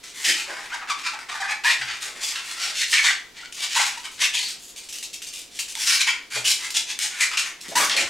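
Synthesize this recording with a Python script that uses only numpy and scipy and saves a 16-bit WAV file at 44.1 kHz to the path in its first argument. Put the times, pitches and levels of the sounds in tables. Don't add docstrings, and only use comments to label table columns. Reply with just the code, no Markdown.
import sys
import numpy as np
from scipy import signal
from scipy.fft import rfft, irfft, next_fast_len
from scipy.io import wavfile
from scipy.ndimage import uniform_filter1d

SR = 44100
rng = np.random.default_rng(int(sys.argv[2]) if len(sys.argv) > 2 else 0)


def dump(signal):
    limited = np.clip(np.atleast_2d(signal).T, -1, 1)
    pcm = np.round(limited * 32767).astype(np.int16)
    wavfile.write(sys.argv[1], SR, pcm)


N = 356769
TOP_HZ = 15800
LEFT_RIGHT = np.array([[1], [-1]])


def undb(db):
    return 10 ** (np.asarray(db) / 20)


def unit(x):
    return x / np.sqrt(np.mean(x ** 2) + 1e-18)


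def along(points, hz):
    freqs, values = np.transpose(points)
    return np.interp(np.log(np.maximum(hz, 1)), np.log(freqs), values)


def colour(x, points):
    size = next_fast_len(len(x) + 512)
    gain = undb(along(points, np.fft.rfftfreq(size, 1 / SR)))
    return irfft(rfft(x, size) * gain, size)[:len(x)]


def resonate(x, hz, q, high=False, stages=1):
    w = 2 * np.pi * min(hz, SR / 3) / SR
    damping, cosine = np.sin(w) / (2 * q), np.cos(w)
    numerator = np.array([1, -2, 1]) * (1 + cosine) / 2 if high else [damping, 0, -damping]
    for _ in range(stages):
        x = signal.lfilter(numerator, [1 + damping, -2 * cosine, 1 - damping], x)
    return x


def add(track, start, x):
    i = max(int(start * SR), 0)
    track[i:i + len(x)] += x[:max(N - i, 0)]


def wander(size, rate):
    at = np.arange(size) * rate / SR
    count = int(at[-1]) + 2
    return np.interp(at, np.arange(count), rng.standard_normal(count))


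# (frequency [Hz], relative level [dB])
AIR_SPECTRUM = [(20, -3), (32, -3.5), (48, -3.5), (90, -9), (125, -8.5), (165, -8), (300, -2), (450, -3.5),
                (700, -11), (1000, -11), (1500, -11), (4000, -7.5), (7000, -12.5), (16000, -26)]


def still_air(mid_db=-51.5):
    mid, side = (unit(colour(rng.standard_normal(N), AIR_SPECTRUM)) for _ in range(2))
    side = colour(side, [(30, -16), (70, -17), (200, -5.5)])
    return undb(mid_db) * (mid + LEFT_RIGHT * side)


# (frequency [Hz], level [dB])
HUM_TONES = [(705.2, -66)]


def hum(gain_db=-2, waver_db=1.5):
    t = np.arange(N) / SR
    return sum(undb(db + gain_db + waver_db * wander(N, 6.5)) * np.sin(2 * np.pi * hz * t)
               for hz, db in HUM_TONES)


def slips(size, rate, scatter=.35, spread_db=3.0):
    waits = np.exp(scatter * rng.standard_normal(size // 4))
    travel = np.cumsum(rate * np.exp(.22 * wander(size, 60)) / SR)
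    slips_so_far = np.searchsorted(np.cumsum(waits), travel)
    fired = np.diff(slips_so_far, prepend=0) > 0
    return fired * undb(spread_db * rng.standard_normal(size))


def disperse(x, smear_s=0.000757):
    size = next_fast_len(len(x) + 512)
    hz = np.fft.rfftfreq(size, 1 / SR)
    delay = smear_s * np.interp(hz, np.linspace(0, SR / 2, 24), rng.exponential(size=24))
    phase_lag = 2 * np.pi * np.cumsum(delay) * hz[1]
    return irfft(rfft(x, size) * np.exp(-1j * phase_lag), size)[:len(x)]


def stretch(x, patchy_db=3.5, twist_hz=22, crowd_hz=6000):
    modes_hz = np.geomspace(700, TOP_HZ, 48)
    depth_db = patchy_db / np.hypot(1, modes_hz / crowd_hz)
    patterns_db = depth_db * rng.standard_normal((2, len(modes_hz)))
    slack, taut = (colour(x, np.column_stack([modes_hz, peaks])) for peaks in patterns_db)
    twist = (1 + np.tanh(2 * wander(len(x), twist_hz))) / 2
    return slack * (1 - twist) + taut * twist


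# (frequency [Hz], gain [dB])
SKIN_RADIATION = [(300, 2.5), (800, 6), (1300, 1), (1850, 0.5), (2400, 1), (3300, 2), (4500, 1), (6000, 1),
                  (7500, -0.5), (9000, -4), (12000, -14.5), (16000, -28)]


def rub(swell, hold, slip_rate, skin_hz, tilt_db, squeal_hz, squeal_db, release_s=0.018, skin_q=0.88):
    t = np.arange(int((swell + hold + 5 * release_s) * SR)) / SR
    jerks = unit(slips(len(t), slip_rate)) + 0.38 * rng.standard_normal(len(t))
    jerks = disperse(jerks - jerks.mean())
    patch = resonate(jerks, skin_hz, skin_q, high=True, stages=2)
    sheet = undb(-18) * resonate(disperse(jerks), hz=780, q=skin_q, high=True, stages=2)
    tube = undb(-33) * resonate(jerks, hz=245, q=1.7, high=True)
    skin = patch + sheet + tube
    squeal = (undb(squeal_db) - 1) * resonate(skin, squeal_hz, q=4)
    radiation = [(hz, db + tilt_db * np.log2(max(hz, skin_hz) / skin_hz)) for hz, db in SKIN_RADIATION]
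    pressure_db = np.interp(t, [0, swell, swell + hold], [-14.5, 0, -4.0])
    judder_db = 1.38 * wander(len(t), 121)
    bite = 1 - np.exp(-t / (0.047 * swell))
    let_go = np.exp(-np.maximum(t - swell - hold, 0) / release_s)
    scrape = unit(stretch(colour(skin + squeal, radiation)))
    return scrape * undb(pressure_db + judder_db) * bite * let_go


def stroke(swell, hold, db, skin_hz, tilt_db):
    slip_rate = 3800 * undb(.45 * db)
    fold_hz = 2.08 * skin_hz
    fold_db = max(8.5 - 12 * np.log2(skin_hz / 1000), 0)
    return undb(db) * rub(swell, hold, slip_rate, skin_hz, tilt_db, fold_hz, fold_db)


# (start [s], end [s], level [dB], skin resonance [Hz])
GRIP_SHIFTS = [(0, .12, -41, 1590), (0.446, .8, -41, 900), (1.699, 2.7, -39, 980),
               (3.845, 4.0, -38.5, 1290), (7.616, 7.72, -39.5, 910), (7.984, 8.09, -35.5, 950)]


def grip_shifts(gap_s=.06, scatter_db=2):
    track = np.zeros(N)
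    for start, end, db, skin_hz in GRIP_SHIFTS:
        for onset in np.arange(start, end, gap_s):
            late = gap_s * rng.random() / 2
            touch_db = db + scatter_db * rng.standard_normal()
            add(track, onset + late, stroke(swell=0.013, hold=0.037, db=touch_db, skin_hz=skin_hz, tilt_db=0))
    return track


# (time [s], swell [s], hold [s], level [dB], skin resonance [Hz], tilt above it [dB/octave])
TWIST_STROKES = [(0.136, 0.11, .027, -30.5, 935, 3.5), (0.24, 0.013, 0.061, -15, 1840, -1),
                 (0.329, 0.045, 0.057, -29, 1470, -1), (.461, 0.03, 0.14, -35.5, 790, -1.5),
                 (0.698, 0.043, 0.01, -27, 930, -5), (0.806, 0.018, 0.023, -34.5, 870, -8),
                 (0.872, 0.026, 0.021, -27.5, 1050, -3.5), (0.97, 0.023, 0.027, -35.5, 1180, -1),
                 (1.03, 0.041, 0.016, -25, 1150, -2.5), (1.127, 0.0069, 0.016, -32.5, 940, -8),
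                 (1.187, 0.0029, 0.027, -34.5, 910, -2), (1.283, 0.0069, .041, -31.5, 1110, -4),
                 (1.336, 0.0082, 0.03, -30.5, 830, -1), (1.392, 0.028, 0.034, -27.5, 910, -3.5),
                 (1.476, .03, 0.013, -21.5, 950, -3.5), (1.636, 0.017, 0.06, -15, 1140, -1.5),
                 (1.809, 0.01, 0.018, -29, 1680, -7.5), (1.87, 0.0097, 0.06, -31, 1800, -8),
                 (2.001, 0.023, 0.053, -32, 1500, 0.5), (2.124, 0.1, 0.026, -38, 930, 1),
                 (2.205, 0.031, 0.087, -26.5, 2210, 1.5), (2.34, 0.019, 0.035, -29, 1350, -2.5),
                 (2.423, 0.089, 0.025, -32.5, 1280, 2), (2.56, 0.061, 0.084, -27, 1690, -1.5),
                 (2.74, 0.078, 0.019, -21, 1960, -0.5), (2.873, 0.05, .01, -24.5, 2000, 2.5),
                 (2.924, 0.0026, 0.068, -17.5, 1690, -3), (3.019, 0.037, 0.051, -17, 1530, -3),
                 (3.34, 0.031, 0.088, -40.5, 1600, -4.5), (3.554, 0.092, 0.0067, -25, 1710, -0.5),
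                 (3.694, 0.017, 0.044, -28.5, 1600, -1), (3.744, 0.024, 0.048, -17, 1600, -3),
                 (3.814, 0.022, 0.06, -24, 1090, 1), (4.034, 0.021, 0.013, -31, 1210, -1),
                 (4.17, 0.028, 0.013, -35, 1450, -2), (4.201, 0.018, 0.034, -16.5, 1730, -1),
                 (4.328, 0.018, 0.084, -22.5, 2240, -1.5), (4.417, .012, 0.093, -31, 1700, 2),
                 (4.578, 0.06, 0.07, -42.5, 2200, 6.5), (5.506, 0.062, .025, -38, 2000, 2),
                 (5.749, 0.079, 0.053, -24.5, 1610, 2), (5.859, 0.019, 0.085, -17.5, 1790, .5),
                 (5.98, 0.03, .009, -17.5, 1760, -1.5), (6.067, 0.0051, 0.02, -14, 1330, -3),
                 (6.3, 0.064, 0.026, -25, 1110, 0.5), (6.441, 0.014, 0.065, -17, 1800, 1),
                 (6.577, 0.075, 0.022, -29, 1050, 1.5), (6.74, 0.025, 0.01, -17, 2480, -0.5),
                 (6.865, .04, 0.0095, -25.5, 1690, -1), (6.985, 0.037, 0.044, -22.5, 1720, .5),
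                 (7.093, 0.12, 0.017, -29.5, 1120, 0), (7.203, .005, 0.032, -16.5, 1160, 1),
                 (7.307, 0.01, 0.031, -27, 1150, -2.5), (7.369, 0.0038, 0.03, -19, 1640, -1.5),
                 (7.42, 0.046, 0.036, -32.5, 980, 1), (7.753, 0.0025, 0.097, -17.5, 740, 4.5),
                 (7.893, .004, 0.046, -22, 2040, -6.5), (7.964, 0.0018, 0.048, -18.5, 1750, -2)]


def twists(gain_db=0.73):
    track = np.zeros(N)
    for start, swell, hold, db, skin_hz, tilt_db in TWIST_STROKES:
        add(track, start, stroke(swell, hold, db + gain_db, skin_hz, tilt_db))
    return track


def tick(decay_s=0.0009, edge_hz=1900):
    t = np.arange(SR // 50) / SR
    burst = rng.standard_normal(len(t)) * np.exp(-t / decay_s)
    click = colour(resonate(burst, edge_hz, q=1.0, high=True, stages=2), SKIN_RADIATION)
    return click / np.abs(click).max()


# (time [s], peak level [dB])
SKIN_SNAPS = [(0.25, -10), (3.525, -19), (4.034, -23), (4.338, -17), (4.762, -25), (5.59, -12),
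              (5.753, -10), (6.304, -28), (6.705, -13.5), (6.99, -5), (7.683, -20), (7.897, -9)]


def snaps(gain_db=-3):
    track = np.zeros(N)
    for start, db in SKIN_SNAPS:
        add(track, start, undb(db + gain_db) * tick())
    return track


# (pitch [Hz], overtone slope [dB/octave])
OVERTONE_SLOPES = [(900, -1.5), (1250, -3.5), (1900, -23), (2800, -9.5)]


def squeak(length, first_hz, last_hz, rough, attack_s=0.0072, release_s=0.002, jitter=0.1772):
    t = np.arange(int((length + 5 * release_s) * SR)) / SR
    stumble = wander(len(t), 875.0) + .5 * wander(len(t), 142.5)
    hz = np.interp(t, [0, length], [first_hz, last_hz]) * np.exp(jitter * rough * stumble)
    phase = 2 * np.pi * np.cumsum(hz) / SR
    harmonics = np.arange(1, int(TOP_HZ / max(first_hz, last_hz)) + 1)[:, None]
    slope_db = along(OVERTONE_SLOPES, first_hz)
    harmonic_db = slope_db * np.log2(harmonics) + along(SKIN_RADIATION, harmonics * first_hz)
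    tone = disperse((undb(harmonic_db) * np.cos(harmonics * phase)).sum(0))
    flutter_db = 7 * rough * np.tanh(wander(len(t), 350))
    grip = np.minimum(t / attack_s, 1) * np.exp(-np.maximum(t - length, 0) / release_s)
    return unit(tone * undb(flutter_db)) * grip


# (time [s], length [s], level [dB], first pitch [Hz], last pitch [Hz], roughness [0-1])
GRIP_SQUEAKS = [(.252, 0.06, -25.5, 1956, 1805, 0.54), (0.715, 0.031, -32.5, 1406, 1633, 0.16),
                (0.737, 0.014, -30.5, 970, 910, 0.13), (0.811, 0.026, -36.5, 1407, 1255, 0.44),
                (0.895, 0.026, -23, 1272, 1091, 0.41), (1.131, .017, -36.5, 890, 805, 0.37),
                (1.312, 0.017, -32.5, 1205, 1170, 0.27), (1.346, 0.013, -33, 885, 835, 0.42),
                (1.4, 0.021, -30.5, 818, 753, .1), (1.418, 0.023, -27, 1790, 1674, 0.44),
                (1.502, 0.013, -28, 803, 850, 0.1), (1.641, 0.034, -27, 927, 1045, 0.43),
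                (1.644, .064, -21.5, 1720, 2010, 0.3), (2.808, 0.029, -27.5, 1947, 2010, 0.54),
                (2.926, 0.082, -21.5, 1906, 2245, 0.73), (3.062, 0.028, -20.5, 1943, 1843, 0.24),
                (3.097, 0.02, -25.5, 1603, 1516, .4), (3.391, 0.0138, -41, 1870, 2050, 0.14),
                (3.427, 0.011, -39.5, 1480, 1450, 0.37), (3.759, 0.016, -19.5, 898, 955, 0.2),
                (3.784, 0.019, -24.5, 2047, 2035, 0.43), (3.794, 0.01, -20, 925, 886, 0.34),
                (3.97, 0.013, -33.5, 967, 974, 0.26), (4.065, 0.013, -40, 1182, 1270, .4),
                (4.212, 0.043, -26, 2450, 2757, 0.93), (4.331, 0.054, -28.5, 3000, 2840, 0.66),
                (4.36, .118, -33, 4350, 4240, 0.38), (5.754, 0.025, -42, 930, 885, 0.64),
                (5.877, 0.021, -24.5, 5700, 5900, 0.33), (5.917, 0.0055, -19, 3980, 3970, 0.1),
                (6.069, 0.02, -30.5, 898, 1070, 0.22), (6.072, 0.026, -20.5, 2264, 2092, 0.73),
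                (6.442, 0.036, -25.5, 2950, 3150, 0.49), (6.755, 0.011, -26, 3280, 3060, 0.51),
                (7.206, 0.036, -23, 2117, 1940, 0.53), (7.371, 0.012, -21.5, 2750, 2720, 0.56),
                (7.751, 0.031, -21, 877, 947, 0.53), (7.79, 0.052, -24, 1187, 1150, 0.43),
                (7.965, 0.0473, -24.5, 2400, 2300, .75)]


def squeaks(gain_db=1):
    track, locked = np.zeros((2, N))
    for start, length, db, first_hz, last_hz, rough in GRIP_SQUEAKS:
        add(track, start, undb(db + gain_db) * squeak(length, first_hz, last_hz, rough))
        add(locked, start, np.full(int(length * SR), 1 - rough))
    return track, uniform_filter1d(np.clip(locked, 0, 1), size=256)


def tube_swell(length, hz, q):
    size = int(length * SR)
    push = rng.standard_normal(size + SR // 4)
    ring = resonate(push, hz, q, stages=2)[-size:]
    return unit(ring) * signal.windows.tukey(size, .5)


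# (time [s], length [s], level [dB], centre [Hz])
TUBE_WOBBLES = [(0.271, 0.046, -42, 330), (0.47, 0.081, -44, 550), (1.68, 0.048, -47, 650),
                (2.002, 0.28, -55, 474), (2.558, 0.22, -54, 680), (4.207, 0.048, -39, 1060),
                (6.356, 0.0312, -36.5, 580), (7.684, .024, -40, 260), (7.712, .03, -36.5, 635),
                (7.742, 0.11, -41.5, 275), (7.781, .071, -34.5, 614), (7.921, .14, -47.5, 293),
                (7.932, .13, -37.5, 613), (7.993, 0.087, -56, 70.4)]


def wobbles(relative_width=0.79):
    track = np.zeros(N)
    for start, length, db, hz in TUBE_WOBBLES:
        add(track, start, undb(db) * tube_swell(length, hz, q=1 / relative_width))
    return track


# (time [s], level [dB])
AIR_COLUMN_BOOMS = [(1.789, -54.5), (6.33, -54)]


def booms(length_s=0.088, hz=124.6, width_hz=3.7):
    track = np.zeros(N)
    for start, db in AIR_COLUMN_BOOMS:
        add(track, start, undb(db) * tube_swell(length_s, hz, q=hz / width_hz))
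    return track


# (time [s], skid length [s], level [dB])
NECK_CREAKS = [(3.523, 0.032, -38), (4.112, 0.056, -42), (4.76, 0.046, -38.5), (4.835, 0.018, -39.5),
               (4.888, 0.013, -33.5), (4.926, 0.013, -30), (4.952, 0.062, -36), (5.027, .022, -32),
               (5.131, 0.017, -32), (5.219, 0.021, -32), (5.268, 0.019, -34.5), (5.328, 0.087, -36),
               (5.592, 0.011, -24), (5.682, 0.037, -35), (6.703, 0.018, -33), (7.608, 0.02, -36),
               (7.683, 0.043, -39.5)]


def creaks(tick_db=6.5, skid_db=.5, neck_hz=2690, neck_db=6):
    track = np.zeros(N)
    for start, length, db in NECK_CREAKS:
        add(track, start, undb(db + tick_db) * tick())
        skid = rub(swell=0.0027, hold=length, slip_rate=800, skin_hz=2200, tilt_db=4.5,
                   squeal_hz=neck_hz, squeal_db=neck_db)
        add(track, start, undb(db + skid_db) * skid)
    return track


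def balloon(locked_db=-6):
    squeaking, locked = squeaks()
    skin_and_tube = snaps() + wobbles() + booms()
    scraping = twists() + creaks() + grip_shifts()
    return scraping * undb(locked_db * locked) + squeaking + skin_and_tube


# (frequency [Hz], time to fall 60 dB [s])
WALL_DECAY = [(150, 0.55), (900, 0.39), (2000, 0.36), (5000, 0.32), (10000, 0.27), (16000, 0.23)]


def walls(x, gap_s=.004, build_s=.03, fft_size=2 ** 15):
    t = np.arange(int(.6 * SR)) / SR
    density = np.clip((t / build_s) ** 2, .05, 1)
    echoes = rng.standard_normal(len(t)) * (rng.random(len(t)) < density) * (t > gap_s) / np.sqrt(density)
    spectrum = rfft(echoes, fft_size)
    freqs = np.fft.rfftfreq(fft_size, 1 / SR)
    tail = np.zeros(len(t))
    for hz, t60 in WALL_DECAY:
        band = along([(f, float(f == hz)) for f, _ in WALL_DECAY], freqs)
        tail += irfft(spectrum * band)[:len(t)] * np.exp(-np.log(1000) * t / t60)
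    return signal.fftconvolve(x, tail / np.linalg.norm(tail))[:N]


# (frequency [Hz], side gain [dB])
ECHO_WIDTH = [(200, -2.5), (600, -3.5), (1500, -7.5), (8000, -8.5), (13000, -3)]


def room(x, direct_db=-0.5, echo_db=-4, left_bias_db=0.88):
    place = np.pi / 2 * wander(N, 3)
    mid = walls(x * np.cos(place)) + walls(x * np.sin(place))
    side = colour(walls(x), ECHO_WIDTH)
    echoes = mid + LEFT_RIGHT * side
    return (undb(direct_db) * x + undb(echo_db) * echoes) * undb(LEFT_RIGHT * left_bias_db / 2)


def scene():
    return room(balloon()) + still_air() + hum()


def record(dry):
    rounded = dry / (1 + dry ** 4) ** .25
    low_pass = signal.ellip(10, .2, 90, TOP_HZ, fs=SR, output="sos")
    return signal.sosfilt(low_pass, rounded)


dry = scene()
out = record(dry)
dump(out)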